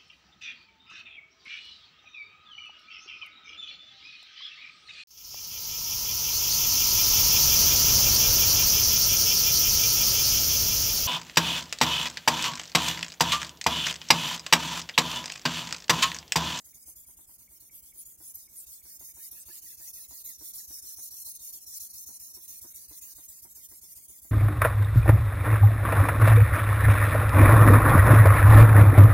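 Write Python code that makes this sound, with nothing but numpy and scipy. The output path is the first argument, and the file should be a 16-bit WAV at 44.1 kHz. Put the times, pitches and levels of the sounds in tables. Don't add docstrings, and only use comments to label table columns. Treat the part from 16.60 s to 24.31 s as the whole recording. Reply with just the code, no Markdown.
import sys
import numpy as np
from scipy import signal
from scipy.fft import rfft, irfft, next_fast_len
from scipy.io import wavfile
from scipy.ndimage import uniform_filter1d, map_coordinates

SR = 44100
rng = np.random.default_rng(int(sys.argv[2]) if len(sys.argv) > 2 else 0)


def log_audio(samples):
    frames = np.atleast_2d(samples).T
    limited = np.clip(frames, -1, 1)
    pcm = np.round(limited * 32767).astype(np.int16)
    wavfile.write(sys.argv[1], SR, pcm)


N = 340011

# (start [s], early hiss [relative dB], middle hiss [relative dB], late hiss [relative dB])
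STROKES = [(-0.07, -44, -48, -60.5), (0.037, -49, -55, -51.5), (0.132, -50, -56.5, -50.5),
           (0.252, -49.5, -44.5, -52.5), (0.348, -48.5, -48.5, -54.5), (0.459, -52.0, -51.5, -53.0),
           (0.56, -51.5, -51, -55), (0.665, -53, -51, -52.5), (0.775, -52, -53.5, -57.5),
           (0.883, -55.5, -52, -52.5), (0.992, -48, -54, -54.5), (1.102, -53, -46, -49),
           (1.215, -51.5, -50.5, -54.5), (1.329, -52.5, -47.5, -45.5), (1.445, -46.5, -50.5, -54.0),
           (1.571, -54.5, -47, -45.5), (1.731, -46.5, -48, -54.5), (1.882, -55.5, -46.0, -46),
           (2.057, -47.5, -44, -51.0), (2.221, -52, -46.5, -46.5), (2.385, -46.5, -44.5, -47.5),
           (2.533, -49.5, -44, -43.5), (2.703, -45, -45, -48.0), (2.849, -48.0, -44, -44.5),
           (3.01, -44.5, -44.5, -46), (3.166, -47.5, -43, -42.5), (3.322, -44, -45, -47),
           (3.475, -47, -44.5, -44.5), (3.633, -39.5, -42.0, -49.5), (3.777, -48.5, -40.5, -42.0),
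           (3.926, -41.5, -41, -44), (4.069, -45.0, -41, -42.5), (4.213, -45.5, -42.5, -42.5),
           (4.359, -44, -41, -42), (4.5, -44.5, -44, -40), (4.642, -39, -41.5, -42.5),
           (4.784, -47, -41.5, -41), (4.92, -40.5, -47.5, -48.5), (5.056, -43.5, -43, -37.5),
           (5.194, -38.5, -42.5, -43.5), (5.325, -44, -42.5, -44), (5.456, -41.0, -46.5, -44),
           (5.587, -43.5, -46.5, -48), (5.731, -44, -51, -45.5), (5.869, -41.5, -46.0, -45),
           (6.006, -43.5, -49.0, -47.5), (6.135, -42.5, -48, -49.5), (6.275, -46.5, -48.5, -44),
           (6.405, -43.5, -47.5, -46.0), (6.546, -45.5, -50.0, -47.5), (6.675, -43.5, -50.5, -47.0),
           (6.815, -46, -55, -48.0), (6.941, -44.5, -51, -45), (7.08, -49, -49, -49),
           (7.205, -47.0, -50.5, -45.5), (7.349, -44.5, -53.5, -48.5), (7.472, -47.5, -51, -50.0),
           (7.611, -48.5, -51, -52)]
# (time [s], place [0 tip, 1 curve, 2 middle, 3 heel])
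CONTACT_PLACES = [(0, 1.31), (1.1, 0.5), (1.7, 1.3), (2.8, 1.4), (3.9, 2.68), (4.5, 2.95), (5.4, 3),
                  (5.9, 2.7), (6.7, 1.3), (7.6, 1.1)]
# (frequency [Hz], level per Hz [relative dB])
TIP_COLOUR = [(1500, -50), (2700, -23), (4200, -20), (5200, -23), (5700, -12), (6400, -6.5), (7900, -19),
              (8700, -6), (9900, -6), (11200, -2.5), (15500, -7)]
CURVE_COLOUR = [(1500, -57), (2700, -24), (3400, -20.5), (3900, -34), (4350, -21), (5000, -9),
                (5700, -11.5), (6400, -2.5), (7900, -3.5), (9400, -0.5), (13500, -1), (15500, -2.5)]
MIDDLE_COLOUR = [(1500, -27), (2600, -19), (3050, -27), (3700, -17.5), (4200, -12.5), (4950, -10),
                 (5600, -7), (6600, -1.5), (7750, -8.5), (9300, -2), (13200, -2), (15500, -4.5)]
HEEL_COLOUR = [(1500, -39), (2600, -31.5), (3400, -28.5), (3700, -25), (4150, -13), (4900, -18.5),
               (5600, -4), (6600, -5.5), (7900, -10.5), (9700, -3.5), (13500, -3.5), (15500, -8.5)]
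# (frequency [Hz], rise above nearby hiss [dB])
STEADY_MODES = [(3490, 9), (3726, 9), (4173, 1), (5706, 3), (6325, 3.5)]
# (time [s], pressure change [dB])
HESITATIONS = [(4.03, -3), (4.735, -9), (5.0, -8), (5.288, -11)]
# (middle [s], length at half level [s], start pitch [Hz], end pitch [Hz], level [relative dB])
BITES = [(1.401, 0.037, 9900, 11000, -47.5), (1.671, 0.1, 11300, 10300, -52),
         (1.756, 0.016, 11900, 14100, -42.5), (1.989, 0.038, 11000, 8200, -46),
         (2.657, 0.045, 11100, 12800, -50), (2.718, 0.015, 12300, 13300, -45.5),
         (2.814, 0.029, 8500, 8250, -50.5)]
# (time [s], pitch [Hz], level against the hiss [relative dB])
BENDING_NOTE = [(2.3, 2134, -31), (2.701, 1820, -23), (3.749, 1968, -27), (4.699, 1825, -44),
                (6.5, 1852, -31.5), (7.0, 2105, -25)]
# (time [s], level [relative dB])
PINGS = [(0.136, -68.5), (0.247, -80), (0.456, -74.5), (0.882, -70), (1.102, -65.5), (1.328, -70),
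         (1.881, -70), (2.22, -69), (6.005, -70), (6.141, -69.5)]
# (time [s], level [relative dB])
KNOCKS = [(1.603, -57), (2.252, -60), (2.409, -55.5), (2.567, -57), (2.727, -58), (2.883, -52.5),
          (3.197, -57.5), (3.509, -53.5), (3.81, -54.5), (4.105, -55.5), (4.385, -55), (5.489, -54.5),
          (5.766, -57), (6.041, -52.5), (6.311, -54.5), (6.581, -53.5), (6.85, -56), (7.114, -56.5),
          (7.646, -58.5)]
# (frequency [Hz], level [relative dB], fall by 60 dB [s])
HOLDER_MODES = [(60.2, 2.5, 0.11), (70.5, -3, 0.14), (116.2, -10, 0.19)]
# (frequency [Hz], level [relative dB], fall by 60 dB [s])
TUB_MODES = [(221, -8, 0.065), (336, 0.5, 0.046), (640, -9.5, 0.057), (764, -6, 0.03), (965, -7, 0.077),
             (1120, -14.5, 0.03), (1516, -15, 0.068), (2056, -10.5, .05)]
# (frequency [Hz], level per Hz [relative dB])
ROOM_COLOUR = [(15, -23), (32, -3), (65, -5.5), (95, -10.5), (190, -9), (480, -18.5), (1380, -26),
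               (2200, -25), (6000, -51)]
# (frequency [Hz], left-right likeness [0 to 1])
LIKENESS = [(300, 0.45), (2000, 0.38), (3500, 0.17), (9500, 0.24), (12000, 0.39)]
# (frequency [Hz], left minus right [dB])
BALANCE = [(60, -2), (3000, -0.3), (4100, -4), (5500, -1), (9700, 2.5), (12000, 0.5), (15000, -3.5)]

HESITATION_S = 0.012
UNSTEADY_DB, UNSTEADY_RATE = 0.1, 45
MODE_WIDTH_HZ = 40
GENTLE_TURN_DB = -63.5
BOUNCE_LOSS_DB = 2.5
SCUFF_DB, SCUFF_T60 = -6.5, 0.065
TOP_HZ = 15850


def scrape(grain_db, judder_db, hiss_db, tip_lag, heel_lag):
    roughness_db = grain_db * wobble(2500) + judder_db * wobble(130)
    grit = patchy(noise() * amp(roughness_db), broad_db=2.0, fine_db=7.5, glide=0.11, sparse=1.01)
    steel, where = np.zeros((2, N)), place()
    colours = [TIP_COLOUR, CURVE_COLOUR, MIDDLE_COLOUR, HEEL_COLOUR]
    lags = np.linspace(tip_lag, heel_lag, len(colours))
    for k, (colour, lag) in enumerate(zip(colours, lags)):
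        share = np.sqrt(np.clip(1 - abs(where - k), 0, 1))
        ring = filtered(grit, lambda hz: 1j ** k * amp(along(colour, hz)) * ringing(hz))
        steel += share * microphones(unit(ring), lag)
    return steel * amp(pressure_db() + hiss_db + UNSTEADY_DB * wobble(UNSTEADY_RATE))


def patchy(x, broad_db, fine_db, glide, sparse):
    hz, s, z = signal.stft(x, SR, nperseg=1024)

    def smooth(field, size):
        over_pitch = uniform_filter1d(field, size[0], axis=-2)
        return unit(uniform_filter1d(over_pitch, size[1], axis=-1))

    fine = smooth(rng.standard_normal(z.shape) + rng.standard_normal(z.shape[1:]), size=(3, 7))
    depth = (8000 / np.clip(hz, 3000, 12000))[:, None] ** sparse
    modes = amp(fine_db * depth * np.minimum(fine, 1))
    modes /= np.sqrt(np.mean(modes ** 2, axis=-1, keepdims=True))
    groups = smooth(smooth(rng.standard_normal(z.shape[1:]), size=(18, 3)), size=(10, 1))
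    travel = np.cos(np.pi * np.interp(s, clock(), stroke_phase()))
    band, frame = np.indices(groups.shape)
    broad = map_coordinates(groups, [band * (1 + glide * travel), frame], order=1, mode="mirror")
    shaped = z * modes * amp(broad_db * np.sqrt(depth) * broad)
    return signal.istft(shaped, nperseg=1024)[1][:, :N]


def ringing(hz):
    return 1 + sum((amp(db) - 1) / (1 + (2 * (hz - centre) / MODE_WIDTH_HZ) ** 2)
                   for centre, db in STEADY_MODES)


def brightened(hiss, speed, split_hz, body_give, fizz_give):
    effort_db = pressure_db() + 20 * np.log10(speed)
    surge_db = effort_db - uniform_filter1d(effort_db, size=SR // 2)
    body = filtered(hiss, lambda hz: 1 / (1 + (hz / split_hz) ** 6))
    fizz = hiss - body
    return speed * (body * amp(body_give * surge_db) + fizz * amp(fizz_give * surge_db))


def sliding(slow_time, pull_time, push_time, rest_db):
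    t, stops = clock(), turns()
    nearest = np.searchsorted((stops[1:] + stops[:-1]) / 2, t)
    since = t - stops[nearest]
    leaving = np.where(nearest % 2, (since / push_time) ** 2, (since / pull_time) ** 4)
    stuck = np.exp(-np.where(since < 0, (since / slow_time) ** 2, leaving))
    return 1 - (1 - amp(rest_db)) * stuck


def pressure_db():
    _, *levels_db = np.transpose(STROKES)
    marks = np.arange(len(STROKES))[:, None] + [.2, .5, .8]
    lapses = sum(db * np.exp(-((clock() - s) / HESITATION_S) ** 2) for s, db in HESITATIONS)
    return np.interp(stroke_phase(), marks.ravel(), np.ravel(levels_db, order="F")) + lapses


def place():
    return np.interp(clock(), *np.transpose(CONTACT_PLACES))


def turns():
    return np.transpose(STROKES)[0]


def stroke_phase():
    stops = np.append(turns(), turns()[-1] + np.diff(turns()).mean())
    return np.interp(clock(), stops, np.arange(len(stops)))


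def bites(width_hz, level_db):
    t, out = clock(), np.zeros((2, N))
    band = unit(filtered(noise(), lambda hz: np.exp(-(hz / width_hz) ** 2)))
    for s, length, start_hz, end_hz, db in BITES:
        near = abs(t - s) < length
        u = (t[near] - s) / length
        hz = start_hz + (end_hz - start_hz) * (u + .5)
        swell = amp(db + level_db) * np.cos(np.pi * u / 2) ** 2
        out[:, near] += swell * band[:, near] * np.sin(2 * np.pi * np.cumsum(hz) / SR)
    return out


def bending(level_db, width_hz, swing, stray, flutter_db):
    s, note_hz, note_db = np.transpose(BENDING_NOTE)
    angle = np.pi * stroke_phase()
    hz = np.interp(clock(), s, note_hz) * (1 + swing * np.cos(angle) + stray * wobble(UNSTEADY_RATE))
    slow_noise = filtered(noise(), lambda f: np.exp(-(f / width_hz) ** 2))
    flutter = amp(flutter_db * np.tanh(wobble(UNSTEADY_RATE)))
    band = unit(slow_noise * np.sin(angle) ** 2 * flutter)
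    level = amp(pressure_db() + np.interp(clock(), s, note_db) + level_db)
    return level * band * np.sin(2 * np.pi * np.cumsum(hz) / SR)


def pings(note_hz, width_hz, level_db, slip, t60, tail_db, tail_t60):
    ticks, tails, t = np.zeros(N), np.zeros(N), np.arange(SR // 4) / SR
    for s, db in PINGS:
        for k, (late, size) in enumerate(rng.standard_normal((3, 2))):
            fade = amp(db + level_db + 2 * size - 60 * t / t60)
            blunt_start = np.tanh(t / slip * 4)
            tick = fade * blunt_start * np.sin(2 * np.pi * note_hz * t)
            add(ticks, s + slip * (k - 2 + late / 2), tick)
        add(tails, s, amp(db + tail_db - 60 * t / tail_t60))
    rough_note = unit(filtered(noise(), lambda hz: np.exp(-((hz - note_hz) / width_hz) ** 2)))
    return ticks + tails * rough_note


def knocks(level_db, bounce_s, soft_db, soft_delay, rub_db):
    out = np.zeros((2, N))
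    soft = [(s + soft_delay, soft_db + rng.normal(0, 3.5))
            for s, db in reversals() if db == GENTLE_TURN_DB]
    for s, db in KNOCKS + soft:
        for bounce, late in enumerate(rng.uniform(-0.985, 1, size=4)):
            blow = amp(db + level_db - BOUNCE_LOSS_DB * bounce) * tub_ring()
            add(out, s + bounce_s * bounce * (1 + 0.153 * late), blow)
    rubbing = patchy(noise(), broad_db=0.5, fine_db=6.5, glide=0, sparse=0)
    rumble = unit(signal.fftconvolve(rubbing, tub_ring(), axes=1)[:, :N])
    return out + rumble * amp(rub_db + 0.29 * pressure_db() + 2.1 * wobble(20))


def tub_ring():
    t = np.arange(SR // 8) / SR
    dull = signal.butter(4, TUB_MODES[-2][0], fs=SR, output="sos")
    scuff = signal.sosfilt(dull, rng.standard_normal((2, len(t))))
    out = unit(scuff) * amp(SCUFF_DB - 60 * t / SCUFF_T60)
    for k, (hz, db, t60) in enumerate(TUB_MODES):
        phase = np.pi * np.array([[k], [rng.uniform(0, 1.64)]])
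        fade = amp(db + rng.normal(0, 3.4) - 60 * t / t60)
        out = out + fade * np.sin(2 * np.pi * hz * rng.normal(1, 0.04) * t + phase)
    return out * (1 - np.exp(-2 * np.pi * TUB_MODES[-1][0] * t))


def rocking(jolts, level_db, delay, rise):
    out, t = np.zeros(N), np.arange(SR // 4) / SR
    for k, (s, knock_db) in enumerate(jolts, 1):
        sway = np.zeros(len(t))
        for hz, db, t60 in HOLDER_MODES:
            fade = amp(db + rng.normal(0, 1) - 60 * t / t60)
            sway += fade * np.sin(2 * np.pi * hz * rng.normal(1, 0.039) * t)
        push = (-1) ** k * amp(level_db + 0.5 * knock_db)
        add(out, s + delay, push * sway * (1 - np.exp(-(t / rise) ** 2)))
    return out


def reversals():
    jolt_db = np.full(len(STROKES), float(GENTLE_TURN_DB))
    s, db = np.transpose(KNOCKS)
    jolt_db[np.searchsorted(turns(), s) - 1] = db
    return list(zip(turns(), jolt_db))[1:]


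def quiet_room(level_db):
    return amp(level_db) * coloured(noise(), ROOM_COLOUR)


def microphones(pair, lag_samples):
    def turn(hz):
        return np.arccos(np.clip(along(LIKENESS, hz), -1, 1)) / 2

    mid, side = filtered(pair, lambda hz: np.array([np.cos(turn(hz)), np.sin(turn(hz))]))
    half = np.array([[.5], [-.5]])

    def tilt(hz):
        return amp(half * along(BALANCE, hz)) * np.exp(-2j * np.pi * hz * half * lag_samples / SR)

    return filtered(np.array([mid + side, mid - side]), tilt)


def amp(db):
    return 10 ** (np.asarray(db) / 20)


def unit(x):
    return x / np.sqrt(np.mean(x ** 2) + 1e-20)


def along(points, hz):
    f, v = np.transpose(points)
    return np.interp(np.log(hz + 1), np.log(f + 1), v)


def clock():
    return np.arange(N) / SR


def wobble(rate):
    return map_coordinates(rng.standard_normal(int(N * rate / SR) + 4), [np.arange(N) * rate / SR])


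def filtered(x, response):
    m = next_fast_len(N + 8192)
    return irfft(rfft(x, m) * response(np.fft.rfftfreq(m, 1 / SR)), m)[..., :N]


def coloured(x, spectrum):
    return unit(filtered(x, lambda hz: amp(along(spectrum, hz))))


def add(track, s, sound):
    i = int(np.clip(round(s * SR), 0, N))
    track[..., i:i + sound.shape[-1]] += sound[..., :N - i]


def noise():
    return rng.standard_normal((2, N))


def scene():
    speed = sliding(slow_time=0.0113, pull_time=0.0106, push_time=0.0093, rest_db=-13.7)
    hiss = scrape(grain_db=0.63, judder_db=-0.39, hiss_db=1.19, tip_lag=3.4, heel_lag=2.72)
    hiss = brightened(hiss, speed, split_hz=9500, body_give=-0.26, fizz_give=0.044)
    whistles = bites(width_hz=1000, level_db=6.0)
    low_note = bending(level_db=-2, width_hz=126, swing=0.12, stray=0.025, flutter_db=7)
    stops = pings(note_hz=2220, width_hz=100, level_db=7, slip=0.003, t60=0.022, tail_db=-11.5, tail_t60=1.3)
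    tub = knocks(level_db=-4.0, bounce_s=0.0075, soft_db=-65.0, soft_delay=.027, rub_db=-68.5)
    room = quiet_room(level_db=-73.5)
    sway = rocking(reversals(), level_db=-20.0, delay=0.0019, rise=0.024)
    holder = sway * amp([[.6], [-.6]])
    heard = microphones(speed * (whistles + low_note) + tub + room, lag_samples=3.9)
    return hiss + heard + stops + holder


def record(dry):
    return filtered(dry, lambda hz: hz < TOP_HZ)


dry = scene()
out = record(dry)
log_audio(out)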